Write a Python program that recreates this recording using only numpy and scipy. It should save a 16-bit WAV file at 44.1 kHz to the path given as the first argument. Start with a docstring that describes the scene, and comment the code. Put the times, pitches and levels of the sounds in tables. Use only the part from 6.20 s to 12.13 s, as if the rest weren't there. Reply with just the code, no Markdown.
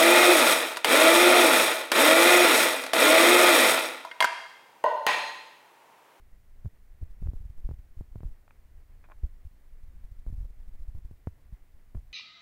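"""A fire burns some way off in a field at night, heard through a bare microphone in the wind.
For two seconds gusts break on it: low noise flutters, eddies thump as smooth lobes of pressure and
sudden pressure steps pop. In the lull that follows, a few dry crackles ring as impulses through resonances.
From three seconds on, gusts return with more thumps and pops, up to the end.
Under all lie two bands of shaped noise: the soft roar of the flames and the hiss of the recorder."""
import sys
import numpy as np
from scipy import signal
from scipy.fft import rfft, irfft, next_fast_len
from scipy.io import wavfile
from scipy.ndimage import uniform_filter1d, minimum_filter1d, map_coordinates

SR = 44100
rng = np.random.default_rng(int(sys.argv[2]) if len(sys.argv) > 2 else 0)


def volts_from_decibels(level):
    """Turn decibel levels (scalar or array-like) into linear amplitude factors."""
    exponent = np.asarray(level, float) / 20
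    return 10 ** exponent


def log_audio(samples):
    """Write samples as a 16-bit WAV file to the path given in sys.argv[1]."""
    # one column per channel
    frames = np.atleast_2d(samples).T
    # limit to full scale, then quantise
    limited = np.clip(frames, -1, 1)
    pcm = np.round(limited * 32767).astype(np.int16)
    wavfile.write(sys.argv[1], SR, pcm)


N = 261460  # length in samples


def unit(x):
    """Normalisation: scales a signal to rms 1."""
    return x / np.sqrt(np.mean(x ** 2) + 1e-20)


def filtered(x, response):
    """Linear filtering: multiplies the spectrum by a complex response of frequency in Hz."""
    size = next_fast_len(N + 8192)
    spectrum = rfft(x, size) * response(np.fft.rfftfreq(size, 1 / SR))
    return irfft(spectrum, size)[..., :N]


def noise(spectrum):
    """Spectral shaping: white noise coloured by (hz, db) points on a log frequency axis, rms 1."""
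    hz, db = np.transpose(spectrum)
    colour = lambda f: volts_from_decibels(np.interp(np.log(f + 1), np.log(hz + 1), db))
    return unit(filtered(rng.standard_normal(N), colour))


def wobble(rate):
    """Slow random modulation: a smooth curve through `rate` random knots a second."""
    knots = rng.standard_normal(int(N * rate / SR) + 4)
    return map_coordinates(knots, [np.arange(N) * rate / SR])


def add(track, s, sound):
    """Superposition: mixes a sound into the track, starting at s seconds."""
    part = track[round(s * SR):][:len(sound)]
    part += sound[:len(part)]


def gusts():
    """Wind strength: a level in dB interpolated between points, sample by sample."""
    # course of the breeze: time_s, level_db
    breeze_points = [(0.0, -52.5), (0.43, -53.5), (0.76, -49.5), (1.02, -45.5), (1.43, -51), (1.82, -51),
                     (1.96, -50), (2.26, -55.5), (2.54, -51), (3.07, -51.5), (3.45, -52), (3.71, -48.5),
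                     (3.86, -43.5), (4.06, -46.5), (4.48, -50), (4.57, -45.5), (5.32, -53), (5.93, -51)]
    s, db = np.transpose(breeze_points)
    return np.interp(np.arange(N) / SR, s, db)


def flutter(gust_db):
    """Turbulent pressure noise: low-pitched, ceaseless, in mild lumps, its level following the gusts."""
    # spectrum of the turbulence: frequency_hz, relative_density_db
    flutter_spectrum = [(8, -21), (20, 1.5), (40, -12), (70, -14.5), (120, -30), (250, -44), (600, -81.5)]
    lumps = volts_from_decibels(2.5 * wobble(15))
    return volts_from_decibels(gust_db + 1.0) * unit(lumps * noise(flutter_spectrum))


def small_eddies(gust_db):
    """Turbulence statistics: rows of chance eddies whose size grows faster than the gusts."""
    count, margin_s = 50, 0.05
    over_gust_db, growth = 12, 1.4  # largest peak over the mean gust level; dB per dB of gust
    least_width_ms, log_spread = 5.9, 0.73
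    when, size = rng.random((count, 2)).T
    sign, scatter = rng.standard_normal((count, 2)).T
    s = margin_s + when * (N / SR - 2 * margin_s)
    mean_db = gust_db.mean()
    here_db = gust_db[(s * SR).astype(int)] - mean_db
    peak = np.sign(sign) * size * volts_from_decibels(mean_db + over_gust_db + growth * here_db)
    width_ms = least_width_ms * np.exp(log_spread * np.abs(scatter))
    return list(zip(s, peak, width_ms))


def eddies(gust_db):
    """Vortex pressure: a smooth lobe, then a broader rebound of opposite sign, stronger for big eddies."""
    # strongest eddies: centre_s, lobe_peak_fs (full scale; + push, - suck), width_at_half_height_ms
    strong_eddies = [(0.451, -0.028, 3.05), (0.463, 0.052, 3.5), (0.475, 0.029, 4.5), (0.819, -0.023, 5.8),
                     (0.827, -0.045, 4.9), (0.939, 0.013, 25), (1.022, -0.035, 3.17), (1.038, 0.061, 6.9),
                     (1.062, -0.063, 4.7), (1.089, -0.088, 5.9), (1.165, -0.037, 13.5), (1.208, 0.029, 6.3),
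                     (1.257, 0.026, 5.5), (1.303, 0.029, 5.6), (1.39, 0.028, 28), (1.452, -0.076, 9.2),
                     (1.503, -0.021, 3.7), (1.517, -0.032, 4), (1.54, 0.034, 6.1), (1.593, -0.028, 6.7),
                     (1.774, 0.023, 5), (1.796, -0.029, 11.6), (1.923, -0.019, 12), (1.983, -0.023, 5.7),
                     (2.049, 0.032, 3.8), (2.058, 0.063, 8.6), (2.088, 0.023, 6.4), (2.12, -0.021, 18),
                     (3.04, -0.11, 6), (3.062, 0.023, 7.4), (3.255, -0.027, 6), (3.27, -0.022, 7.2),
                     (3.759, -0.02, 12.4), (3.846, -0.021, 16), (3.92, 0.021, 6.3), (4.078, -0.063, 8.5),
                     (4.133, 0.06, 6), (4.169, -0.025, 14), (4.184, 0.049, 6), (4.208, 0.046, 7.9),
                     (4.23, 0.028, 5.1), (4.251, 0.031, 9), (4.484, -0.032, 12.2), (4.602, 0.027, 9.2),
                     (4.627, 0.03, 19), (4.687, -0.043, 7.3), (4.753, 0.033, 4.6), (4.854, -0.036, 8.2),
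                     (5.328, -0.02, 3.6), (5.338, 0.024, 7.5), (5.756, -0.034, 3.04), (5.771, 0.045, 7.4),
                     (5.787, 0.033, 8.1)]
    # spectrum of the finer turbulence: frequency_hz, relative_density_db
    grit_spectrum = [(60, -31.5), (130, 3.5), (250, -10), (450, -17.5), (900, -24), (1500, -38),
                     (2500, -95)]
    late, broad = 1.365, 1.28  # delay and width of the rebound, in widths of the lobe
    half_rebound_fs = 0.049  # peak at which the rebound is half as high as the lobe
    grit_db, grit_full_fs = -27, 0.047  # level against eddy strength; strength where growth saturates
    out, lead_s = np.zeros(N), 0.04
    ms = (np.arange(SR // 8) / SR - lead_s) * 1000

    def bell(centre_ms, width_ms):
        return 0.5 ** ((2 * (ms - centre_ms) / width_ms) ** 2)

    for s, peak, width in [*strong_eddies, *small_eddies(gust_db)]:
        rebound = peak ** 2 / (peak ** 2 + half_rebound_fs ** 2)
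        lobes = bell(0, width) - rebound * bell(late * width, broad * width)
        add(out, s - lead_s, peak * lobes)
    # big eddies break up into finer, lumpy turbulence
    strength = uniform_filter1d(np.abs(out), size=700)
    limited = grit_full_fs * np.tanh(strength / grit_full_fs)
    grit = limited * volts_from_decibels(grit_db + 3 * wobble(60)) * noise(grit_spectrum)
    return out + grit


def jumps():
    """Step response: a pressure step leaks away in a damped swing and jolts the air in the port."""
    # sudden steps: time_s, nominal_size_fs (full scale; + push, - suck), rise_ms
    pressure_steps = [(0.448, -0.016, 1), (0.4579, -0.017, 0.35), (0.8163, -0.0061, 0.7),
                      (0.829, -0.026, 1.1), (1.026, -0.023, 0.72), (1.0626, -0.0072, 0.35),
                      (1.0726, -0.024, 0.34), (1.087, -0.024, 1.5), (1.1152, -0.0081, 0.71),
                      (1.135, -0.028, 0.85), (1.4905, -0.032, 0.48), (1.512, 0.028, 0.46),
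                      (1.81, 0.04, 0.83), (1.9576, 0.032, 0.52), (2.0059, 0.014, 0.3),
                      (2.0327, 0.029, 0.44), (3.0343, -0.015, 0.92), (3.0369, -0.024, 1.1),
                      (4.0654, 0.018, 0.51), (4.1017, 0.026, 2.1), (4.1276, 0.059, 4.1),
                      (4.7502, 0.007, 0.53), (4.851, -0.0031, 0.92), (4.912, -0.013, 0.68),
                      (5.0723, -0.09, 0.42), (5.7482, 0.021, 0.68), (5.7511, 0.016, 0.25),
                      (5.7725, -0.0083, 0.3)]
    leak_hz, leak_t60_s = 82, 0.06
    port_hz, port_t60_s, port_db = 620, 0.00089, -12
    ragged, ragged_s = 0.32, 0.0069  # greatest share and delay of the lesser steps
    out, lead_s = np.zeros(N), 0.03
    t = np.arange(SR // 10) / SR - lead_s
    after = np.maximum(t, 0)
    leak = volts_from_decibels(-60 * after / leak_t60_s) * np.cos(2 * np.pi * leak_hz * after)
    jolt = volts_from_decibels(port_db - 60 * after / port_t60_s) * np.sin(2 * np.pi * port_hz * after)
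    # each step tears: two lesser ones of either sign follow
    tears = rng.uniform(-1.005, 1, size=(len(pressure_steps), 2, 2))
    torn = []
    for (s, size, rise_ms), pair in zip(pressure_steps, tears):
        for late, share in pair:
            torn.append((s + ragged_s * abs(late), size * ragged * share, rise_ms))
    for s, size, rise_ms in [*pressure_steps, *torn]:
        half_rise_s = max(rise_ms, 0.1) / 2000
        edge = (1 + t / np.hypot(t, half_rise_s)) / 2
        add(out, s - lead_s, size * edge * (leak + jolt))
    return out


def run_of_snaps(start, length, first_db, last_db, bright):
    """Point process: snaps at uneven short gaps, their level sloping along the run with some scatter."""
    mean_gap_s = 0.0027  # before the uneven factors
    s = mean_gap_s * np.cumsum(np.append(0, rng.uniform(0.76, 1.4, size=12)))
    db = first_db + (last_db - first_db) * s / length + rng.normal(0, 0.85, size=13)
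    return [(start + at, level, bright) for at, level in zip(s, db) if at <= length]


def crackles():
    """Impulse excitation: a snap and its decaying splinters ring in the wood; dull ones lack the upper part."""
    # single dry snaps: time_s, relative_level_db, upper_part_weight
    single_snaps = [(2.2787, -39.5, 0.47), (2.3076, -40, 0.82), (2.887, -40, 0.097), (2.8992, -36.5, 0.11),
                    (2.9184, -40.5, 1.27), (2.9218, -36.5, 0.11)]
    # quick runs of small snaps: start_s, length_s, first_relative_db, last_relative_db, upper_part_weight
    snap_runs = [(2.84, 0.0208, -55, -61, 2.1), (2.907, 0.0086, -43, -39.5, 0.36),
                 (2.919, 0.031, -44, -59, .2)]
    # resonances of the wood: frequency_hz, bandwidth_hz, relative_gain_db
    wood_modes = [(660, 320, 4), (1040, 190, 8), (1500, 330, 5), (2450, 200, 5), (3360, 290, -8)]
    gain_db, splinter_db, splinter_t60_s = 17, -6, 0.016
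    dull_hz, far_hz = 1200, 3800  # corners of two-pole lowpasses
    full, sharp = np.zeros(N), np.zeros(N)
    t = np.arange(SR // 25) / SR
    snaps = [*single_snaps]
    for run in snap_runs:
        snaps += run_of_snaps(*run)
    for (s, db, bright), splinters in zip(snaps, rng.standard_normal((45, len(t)))):
        burst = volts_from_decibels(-60 * t / splinter_t60_s) * splinters
        burst *= volts_from_decibels(splinter_db) / np.linalg.norm(burst)
        burst[0] = 1  # the snap itself
        add(full, s, volts_from_decibels(db + gain_db) * burst)
        add(sharp, s, volts_from_decibels(db + gain_db) * bright * burst)

    def lowpass(f, corner_hz):
        return 1 / (1 + 1j * f / corner_hz) ** 2

    def ring(f):
        total = 0
        for k, (centre, width, db) in enumerate(wood_modes):
            mode = 1j * f * width / (centre ** 2 - f ** 2 + 1j * f * width)
            total = total + (-1) ** k * volts_from_decibels(db) * mode  # neighbours in opposite phase
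        return total

    lower = filtered(full, lambda f: lowpass(f, dull_hz))
    upper = filtered(sharp, lambda f: 1 - lowpass(f, dull_hz))
    # distance takes the top off
    return filtered(lower + upper, lambda f: ring(f) * lowpass(f, far_hz))


def flames():
    """Combustion noise: the far broadband roar of burning, swelling a little."""
    # spectrum of the roar: frequency_hz, relative_density_db
    roar_spectrum = [(60, -13), (150, -1), (300, -5), (700, -10), (1400, -15), (2000, -12.5), (2500, -19),
                     (3000, -25.5), (5000, -40), (9000, -82)]
    level_db = -72.5 + 0.4 * wobble(3.04) + 0.99 * wobble(30)
    return volts_from_decibels(level_db) * noise(roar_spectrum)


def scene():
    """Superposition of the wind at the port and the fire beyond, in one channel."""
    gust_db = gusts()
    wind = flutter(gust_db) + eddies(gust_db) + jumps()
    fire = crackles() + flames()
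    return (wind + fire)[None]


def band_limit(x):
    """A steep low-pass at the top of the band."""
    return signal.sosfilt(signal.butter(12, 16680, fs=SR, output="sos"), x)


def record(dry):
    """Signal-dependent noise: the recorder's hiss rises around large peaks; a sharp lowpass ends the band."""
    # spectrum of the hiss: frequency_hz, relative_density_db
    hiss_spectrum = [(300, 3), (3000, 0), (6000, -2.5), (10000, -2.5), (13000, -2.5), (14500, 1.5),
                     (15800, -0.5)]
    quiet_db, rise_db, threshold_db, top_hz = -75.5, 4.3, -36.0, 15750
    held = -minimum_filter1d(-np.abs(dry), size=400)  # running peak over 9 ms
    large = 1 / (1 + (volts_from_decibels(threshold_db) / (held + 1e-9)) ** 5)  # from 0 to 1 across the threshold
    hiss_db = quiet_db + rise_db * uniform_filter1d(large, size=60) + 0.15 * wobble(25)
    hiss = volts_from_decibels(hiss_db) * noise(hiss_spectrum)
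    mix = filtered(dry + hiss, lambda f: f < top_hz)
    return band_limit(mix)


dry = scene()
out = record(dry)
log_audio(out)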